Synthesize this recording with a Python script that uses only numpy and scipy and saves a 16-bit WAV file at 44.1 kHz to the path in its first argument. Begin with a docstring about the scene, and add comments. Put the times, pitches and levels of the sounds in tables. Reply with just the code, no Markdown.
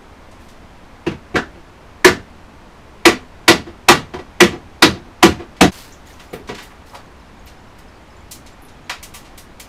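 """Two trial knocks, then eight hard blows that crash, boom and clip; later crumbs trickle and glass ticks and snaps.
Laminated glass is beaten out of an old metal-framed windscreen in a small, cluttered workshop.
The pane is dense noise plus decaying modes, the frame a few low modes, the thump shaped low noise.
Cracks and shards are noise bursts that ring the pane's modes; crumbs are random grains and short tones.
Shaped noise gives the room's steady rumble and hiss."""
import sys
import numpy as np
from scipy import signal
from scipy.fft import rfft, irfft
from scipy.io import wavfile

SR = 44100
rng = np.random.default_rng(int(sys.argv[2]) if len(sys.argv) > 2 else 0)


def bounce(signal):
    """Save signal as a 16-bit WAV file at the path given by the first command-line argument."""
    frames = np.transpose(np.atleast_2d(signal))
    limited = np.clip(frames, -1, 1)
    pcm = np.round(limited * 32767).astype(np.int16)
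    wavfile.write(sys.argv[1], SR, pcm)


N = 426888
TIME = np.arange(N) / SR  # seconds through the scene
TAIL = np.arange(int(.6 * SR)) / SR  # seconds after one impact
DIP_S = 5.714  # the boom stops short and the sound dips briefly


# Hard blows. Each row: start in seconds, pane level in dB, frame level in dB, main frame mode in Hz,
# thump level in dB, accent centre in Hz, accent in dB.
HARD_BLOWS = [(2.0459, -0.5, 0, 362.6, -11, 1690, 8), (3.054, -2, -5, 342.4, -19, 2280, 5.5),
              (3.480, -1, -5, 338.4, -9.5, 4550, 4), (3.8854, 1, -8.5, 352.5, -8.5, 980, 1.5),
              (4.4042, -2.5, -0.5, 349, -9, 2210, 5), (4.8226, -2, -3.5, 335, -7.5, 4200, 6.5),
              (5.2275, -2.5, 1.5, 339, -4, 1060, 2), (5.6092, -4, -4.5, 293, -1, 690, 9)]
BLOW_RISE_S, BLOW_DAMPING, BLOW_TILT_DB = .0003, 1.145, 0.81  # tilt in dB per octave


def blows():
    """Impact excitation: a hard, brief contact is bright and leaves the frame free to ring."""
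    return sum(strike(*row, BLOW_RISE_S, BLOW_DAMPING, BLOW_TILT_DB) for row in HARD_BLOWS)


# Light knocks while the frame is gripped. Each row: start in seconds, pane level in dB, frame level in dB,
# main frame mode in Hz, accent centre in Hz, accent in dB.
LIGHT_KNOCKS = [(1.064, -22.5, -11, 336, 2570, 6.5), (1.111, -33.5, -20, 311, 2370, 6),
                (1.342, -36, -14.5, 334, 500, -17), (1.355, -11, -16.5, 474, 1560, 10),
                (4.136, -27, -21, 358, 900, 5), (4.187, -34, -31, 360, 2530, 1),
                (6.33, -26, -23.5, 477, 430, 11.5), (6.394, -47, -34, 414, 450, 4),
                (6.489, -22, -23.5, 365, 450, 9)]
KNOCK_RISE_S, KNOCK_DAMPING, KNOCK_TILT_DB = 0.0055, 2.02, -1.5
KNOCK_THUMP_DB = 0.5  # relative to the frame


def knocks():
    """Contact damping: a softer touch darkens the sound and the grip shortens the frame's ringing."""
    out = np.zeros(N)
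    for s, pane_db, frame_db, frame_hz, accent_hz, accent_db in LIGHT_KNOCKS:
        thump_db = frame_db + KNOCK_THUMP_DB
        out += strike(s, pane_db, frame_db, frame_hz, thump_db, accent_hz, accent_db,
                      KNOCK_RISE_S, KNOCK_DAMPING, KNOCK_TILT_DB)
    return out


# The frame rocks back onto its support after a hit. Each row: start in seconds, pane level in dB.
FRAME_REBOUNDS = [(1.541, -41.5), (3.663, -32), (4.520, -26), (4.946, -32), (5.050, -42.5), (5.390, -28.5)]
REBOUND_RISE_S, REBOUND_DAMPING, REBOUND_TILT_DB = 0.021, 0.83, -2
REBOUND_FRAME_DB, REBOUND_FRAME_HZ, REBOUND_THUMP_DB = -3, 342, -5.5  # levels relative to the pane
REBOUND_ACCENT_HZ, REBOUND_ACCENT_DB = 730, 5


def rebounds():
    """Slow contact: the frame settles with a dull bump, always on the same spot."""
    out = np.zeros(N)
    for s, db in FRAME_REBOUNDS:
        out += strike(s, db, db + REBOUND_FRAME_DB, REBOUND_FRAME_HZ, db + REBOUND_THUMP_DB,
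                      REBOUND_ACCENT_HZ, REBOUND_ACCENT_DB,
                      REBOUND_RISE_S, REBOUND_DAMPING, REBOUND_TILT_DB)
    return out


# Thump of the support and floor. Each row: frequency in Hz, relative spectral level in dB per Hz.
THUMP_SPECTRUM = [(25, -29.5), (50, -29), (75, 0.5), (110, -4), (190, 3), (290, -3.5), (420, -8.5),
                  (800, -61)]
TOUCH_DB, TOUCH_LEAD_S = -17.5, .0027  # the tool grazes first; level relative to the pane
FRAME_LAG_S = 0.005005  # the frame answers late


def strike(s, pane_db, frame_db, frame_hz, thump_db, accent_hz, accent_db, rise, damping, tilt_db):
    """Superposition of one hit: a light touch, the pane's crash, the thump below and the frame's late boom."""
    out = np.zeros(N)
    glass = from_db(pane_db) * pane(rise, tilt_db, accent_hz, accent_db)
    boom = from_db(frame_db) * frame(frame_hz, damping)
    thump = from_db(thump_db) * dense_ring(at_hz(THUMP_SPECTRUM, bins(len(TAIL))), damping)
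    touch = from_db(pane_db + TOUCH_DB) * pane(0.00045, -1.8, accent_hz, 0) * np.exp(-TAIL / 0.0053)
    # hits still ringing near DIP_S fade out in 29 ms
    alive = np.clip((DIP_S - s - TAIL) / 0.029, 0, 1) if s < DIP_S else 1
    add(out, s - TOUCH_LEAD_S, touch)
    add(out, s, (glass + thump) * alive)
    add(out, s + FRAME_LAG_S, boom * alive)
    return out


# The pane's dense crash. Each row: frequency in Hz, relative spectral level in dB per Hz.
CRASH_SPECTRUM = [(100, -24.5), (250, 9.5), (450, 6.5), (580, 4), (720, 3), (1200, 4.5), (2400, 0),
                  (3500, -1.5), (5000, -6), (6500, -9.5), (8500, -16.5), (12000, -22.5), (16000, -32)]
# The pane's clearest modes. Each row: frequency in Hz, level in dB, t60 in seconds.
PANE_MODES = [(653.4, -18.5, 0.18), (721, -11, 0.21), (748.7, -12, 0.15), (971, -12, 0.17),
              (995, -11, 0.16), (1100, -17, 0.13), (1161, -13.5, 0.21), (1419, -21, 0.14),
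              (1566, -33, 0.12), (1757, -21, 0.27), (1979, -13.5, 0.19), (1935, -13, 0.2),
              (2106, -13, 0.07), (2245, -6.5, 0.062), (2390, -15, 0.14), (2598, -13, 0.11),
              (2790, -22, 0.22), (2834, -20.5, 0.21), (3156, -17, 0.13), (3764, -19.5, 0.081),
              (4440, -35.5, 0.075), (4650, -25.5, 0.14), (6000, -29, 0.15)]


def pane(rise, tilt_db, accent_hz, accent_db, accent_octaves=0.19, crack_db=3, crack_s=0.013, crash_db=-2.0):
    """Modal excitation of a plate: the struck spot favours one range of the glass's modes."""
    def contact_db(hz):
        # the tilt pivots at 1.5 kHz, is level below 400 Hz and doubles above 6 kHz
        octaves = np.log2(np.maximum(hz, 400) / 1500) + np.log2(np.maximum(hz / 6000, 1))
        accent = accent_db * (hump(hz, accent_hz, accent_octaves) - .5)
        return tilt_db * octaves + accent

    hz = bins(len(TAIL))
    crash = from_db(crash_db) * dense_ring(at_hz(CRASH_SPECTRUM, hz) + contact_db(hz), rise=rise)
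    modes = [(f, db + contact_db(f), t60) for f, db, t60 in PANE_MODES]
    ring = modal_ring(modes, rise=max(rise, .002), scatter_db=3)
    # the fracture itself makes the first milliseconds louder
    fracture = 1 + from_db(crack_db) * np.exp(-TAIL / crack_s)
    return (crash + ring) * fracture * early_echoes()


def early_echoes(lift_db=2, at_s=0.039, width_s=0.0081):
    """Early reflection: a first cluster from bench and walls, imitated by a brief lift in level."""
    return from_db(lift_db * np.exp(-.5 * ((TAIL - at_s) / width_s) ** 2))


# The frame's lesser modes. Each row: frequency in Hz, level in dB, t60 in seconds before division by the damping.
FRAME_MODES = [(190.8, -10, 0.26), (247.5, -22, 0.43), (309.5, -7, 0.21), (377.3, -4, 0.18),
               (481.4, -3, 0.16)]


def frame(main_hz, damping, boom_db=10, boom_t60=0.13):
    """Modal resonance: one main mode, its pitch set by the hold, booms and rattles as the frame rocks."""
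    all_modes = [(main_hz, boom_db, boom_t60)] + FRAME_MODES
    damped = [(hz, db, t60 / damping) for hz, db, t60 in all_modes]
    ring = modal_ring(damped, rise=0.0074, scatter_db=1.5)
    return ring * stutter(depth_db=2.2, step_s=.007)


def modal_ring(modes, rise, scatter_db):
    """Modal synthesis: decaying sines, excited by each impact with strengths of its own."""
    out = 0
    for hz, db, t60 in modes:
        strength, phase = rng.standard_normal(2)
        tone = np.sin(2 * np.pi * (hz * TAIL + phase))
        out = out + from_db(db + scatter_db * strength) * tone * swell(rise, t60)
    return out


# Build-up and decay in the workshop. Each row: frequency in Hz, shortest rise time constant in seconds,
# t60 in seconds before division by the damping.
ROOM_DECAY = [(74.6, 0.032, 0.49), (180, 0.021, 0.33), (398, 0.0057, 0.26), (1000, 0.0053, 0.23),
              (3000, 0.0021, 0.22), (6500, 0.0021, 0.21), (14000, 0.0011, 0.17)]


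def dense_ring(colour_db, damping=1, rise=0, ripple_db=3.0):
    """High modal overlap: countless modes and reflections act as noise whose lows start later and last longer."""
    hz = bins(len(TAIL))
    noise = coloured(rng.standard_normal(len(TAIL)), colour_db + ripple_db * ripple(hz))
    spectrum = rfft(noise)
    knots = np.log([row[0] for row in ROOM_DECAY])
    out = 0
    # each row of the identity matrix picks one of the crossfaded bands
    for share, (_, build, t60) in zip(np.eye(len(ROOM_DECAY)), ROOM_DECAY):
        band = irfft(spectrum * np.interp(np.log(hz), knots, share), len(TAIL))
        out = out + band * swell(max(build, rise), t60 / damping)
    return out


def ripple(hz, width_hz=25):
    """Modal statistics: modes bunch by chance into narrow peaks and valleys; spread about 1."""
    knots = np.arange(0, SR, width_hz)
    return np.interp(hz, knots, rng.standard_normal(len(knots)))


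def stutter(depth_db=0.5, step_s=0.001):
    """Random amplitude modulation: strength is uneven, as in a crack's tiny jumps or a rocking frame; rms 1."""
    jumps = rng.standard_normal(2000)
    return rms_one(from_db(depth_db * np.interp(TAIL / step_s, np.arange(len(jumps)), jumps)))


# Crazed glass cracks under pressure, quickly or in a slow crunch. Each row: start in seconds, level in dB,
# centre in Hz, spread in octaves, rise time constant in seconds.
PRESSURE_CRACKS = [(.312, -52.5, 5500, 0.63, .002), (.483, -45.5, 4600, .83, 0.0099),
                   (5.563, -44, 2600, 0.84, 0.0043), (6.193, -38, 1970, 1.2, 0.007),
                   (6.331, -39.5, 12000, 0.87, 0.0025), (6.473, -39, 3500, 0.83, .006),
                   (6.545, -34, 2580, 0.95, 0.0039), (6.579, -27.5, 1930, 1.08, 0.017),
                   (6.624, -37.5, 4500, 2.4, .011), (6.705, -41, 1180, .76, 0.0027),
                   (6.930, -27.5, 860, 0.58, .024), (6.945, -36.5, 2200, 1.16, .004),
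                   (7.464, -40, 3580, 1, 0.0098), (7.785, -48, 4000, 1.4, .002),
                   (8.31, -28, 7000, 1.03, 0.0063), (8.461, -42, 4140, .82, 0.0041),
                   (8.681, -48, 3800, 0.75, .003), (8.895, -21, 1860, 1.09, 0.0018),
                   (9.027, -31, 5000, 1.35, 0.0041), (9.138, -27.5, 4000, 1.9, .013),
                   (9.244, -41, 3000, 0.98, 0.013), (9.375, -34.5, 5430, 1.25, 0.0055),
                   (9.597, -33, 4440, 1.46, .0027)]
CRACK_RING_DB = 2  # how strongly a crack rings the pane


def cracks():
    """Brittle fracture: small cracks release energy over a wide range of pitch."""
    out = np.zeros(N)
    for s, db, centre_hz, octaves, rise in PRESSURE_CRACKS:
        add(out, s, from_db(db) * glass_tick(centre_hz, octaves, rise, CRACK_RING_DB))
    return out


# Small shards drop and tink. Each row: start in seconds, level in dB, pitch in Hz.
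FALLING_SHARDS = [(5.9215, -45, 6250), (6.125, -53, 6360), (7.458, -53, 13000), (8.619, -51, 11300),
                  (8.649, -51, 10700)]
SHARD_OCTAVES, SHARD_RISE_S, SHARD_RING_DB = 0.15, 0.0014, -6


def shards():
    """Small-body resonance: each falling shard rings in a narrow range of its own."""
    out = np.zeros(N)
    for s, db, hz in FALLING_SHARDS:
        add(out, s, from_db(db) * glass_tick(hz, SHARD_OCTAVES, SHARD_RISE_S, SHARD_RING_DB))
    return out


def glass_tick(centre_hz, octaves, rise, ring_db, skirt_db=-32, snap_db=-4, snap_s=0.0077):
    """Transient excitation: a snap in one range of pitch sets the pane's modes there ringing."""
    def colour_db(f):
        return 20 * np.log10(hump(f, centre_hz, octaves) + from_db(skirt_db))

    snap = dense_ring(colour_db(bins(len(TAIL))), damping=0.98, rise=rise) * stutter()
    modes = [(f, level + ring_db + colour_db(f), t60) for f, level, t60 in PANE_MODES]
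    ring = modal_ring(modes, rise, scatter_db=3)
    return (snap + ring) * (1 + from_db(snap_db) * np.exp(-TAIL / snap_s))


FAINT_TINKS_DB = -50  # from DIP_S on, faint short tinks at random times, at a constant level


def crumbs(per_s=3000, size_db=2, chips_per_s=35, chip_db=-5, chip_ring_s=.05):
    """Random impact process: fine grit lands in a dense, hissing patter; larger chips give short tinks."""
    sizes = from_db(size_db * np.minimum(rng.exponential(1, N), 4)) * rng.choice([-1, 1], N)
    grains = sizes * (rng.random(N) < per_s / SR)
    # (Hz, relative dB)
    colour = [(40, -35), (300, -9), (1200, -0.5), (4000, 4.0), (8000, -2.0), (15000, -7.0)]
    grit = coloured(grains, at_hz(colour, bins(N)))
    chips = np.zeros(N)
    gap, pitch, size = rng.random((300, 3)).T  # at most 300 chips
    starts = np.cumsum(-np.log(1 - gap) / chips_per_s)
    fade = from_db(chip_db) * swell(0, chip_ring_s)
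    for s, hz, strength in zip(starts[starts < TIME[-1]], 1500 * 5 ** pitch, 2 * size):
        add(chips, s, strength * np.sin(2 * np.pi * hz * TAIL) * fade)
    faint_tinks = from_db(FAINT_TINKS_DB) * chips * (TIME > DIP_S)
    return spill_flow() * (grit + chips) + faint_tinks


# Spills of crumbs. Each row: start in seconds, level in dB, length in seconds.
SPILLS = [(.39, -56, .06), (5.704, -39.5, .11), (6.054, -49.5, 0.053), (6.21, -56, .04), (6.56, -56, 0.12),
          (6.853, -51.5, 0.044)]
SPILL_ATTACK_S, SPILL_T60_S = 0.017, 0.48


def spill_flow():
    """Flow envelope: each spill starts quickly, runs for its length, then decays exponentially."""
    out = np.zeros(N)
    for s, db, length in SPILLS:
        attack = np.clip((TIME - s) / SPILL_ATTACK_S, 0, 1)
        after_s = np.maximum(TIME - s - length, 0)
        out += attack * from_db(db - 60 * after_s / SPILL_T60_S)
    return out


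# Room background. Each row: frequency in Hz, relative spectral level in dB per Hz.
AIR_SPECTRUM = [(20, 0.0), (42, -2.5), (72, -0.5), (125, -9.6), (230, -8.0), (450, -13.4), (950, -13.8),
                (1500, -19.1), (2100, -21.6), (3400, -28.1), (6000, -34.6), (9000, -41.0), (13000, -47.3),
                (15500, -51.6)]
AIR_DB = -41  # rms level of the room background


def background():
    """Stationary noise: the steady rumble and hiss of the workshop."""
    return from_db(AIR_DB) * coloured(rng.standard_normal(N), at_hz(AIR_SPECTRUM, bins(N)))


def swell(rise, t60):
    """Exponential build-up and decay of a resonance; rise is a time constant."""
    return (1 - np.exp(-TAIL / max(rise, 1e-4))) * from_db(-60 * TAIL / t60)


def coloured(x, colour_db):
    """Spectral filtering: weight a noise's spectrum, then scale to rms 1."""
    return rms_one(irfft(rfft(x) * from_db(colour_db), len(x)))


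def hump(hz, centre_hz, octaves):
    """Gaussian band weighting: a bell of height 1 on a log-frequency axis."""
    return np.exp(-.5 * (np.log2(hz / centre_hz) / octaves) ** 2)


def at_hz(points, hz):
    """Log-frequency interpolation of a table of (Hz, value)."""
    knots, values = np.transpose(points)
    return np.interp(np.log(hz), np.log(knots), values)


def bins(size):
    """Discrete spectrum: bin frequencies in Hz for this many samples, at least 1 Hz."""
    return np.maximum(np.arange(size // 2 + 1) * SR / size, 1)


def from_db(db):
    """Level law: decibels to amplitude gain."""
    return 10 ** (np.asarray(db) / 20)


def rms_one(x):
    """Normalisation of mean power: scale to rms 1."""
    return x / np.sqrt(np.mean(x ** 2) + 1e-20)


def add(out, s, sound):
    """Superposition: mix a sound in at a time in seconds."""
    start = max(int(s * SR), 0)
    out[start:start + len(sound)] += sound[:len(out) - start]


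def scene(dip_db=-14, dip_width_s=0.0024):
    """Superposition of all sources at one microphone; the level dips briefly at DIP_S."""
    dip = from_db(dip_db * np.exp(-.5 * ((TIME - DIP_S) / dip_width_s) ** 2))
    hits = blows() + knocks() + rebounds()
    debris = cracks() + shards() + crumbs()
    return ((hits + debris + background()) * dip)[None]


CUTOFF_HZ = 15500


def record(dry):
    """Overload and band limiting: peaks clip flat just below full scale, then the top is cut."""
    clipped = np.clip(dry, -.98, .98)
    low_pass = signal.butter(16, CUTOFF_HZ, fs=SR, output="sos")
    return signal.sosfiltfilt(low_pass, clipped)


dry = scene()
out = record(dry)
bounce(out)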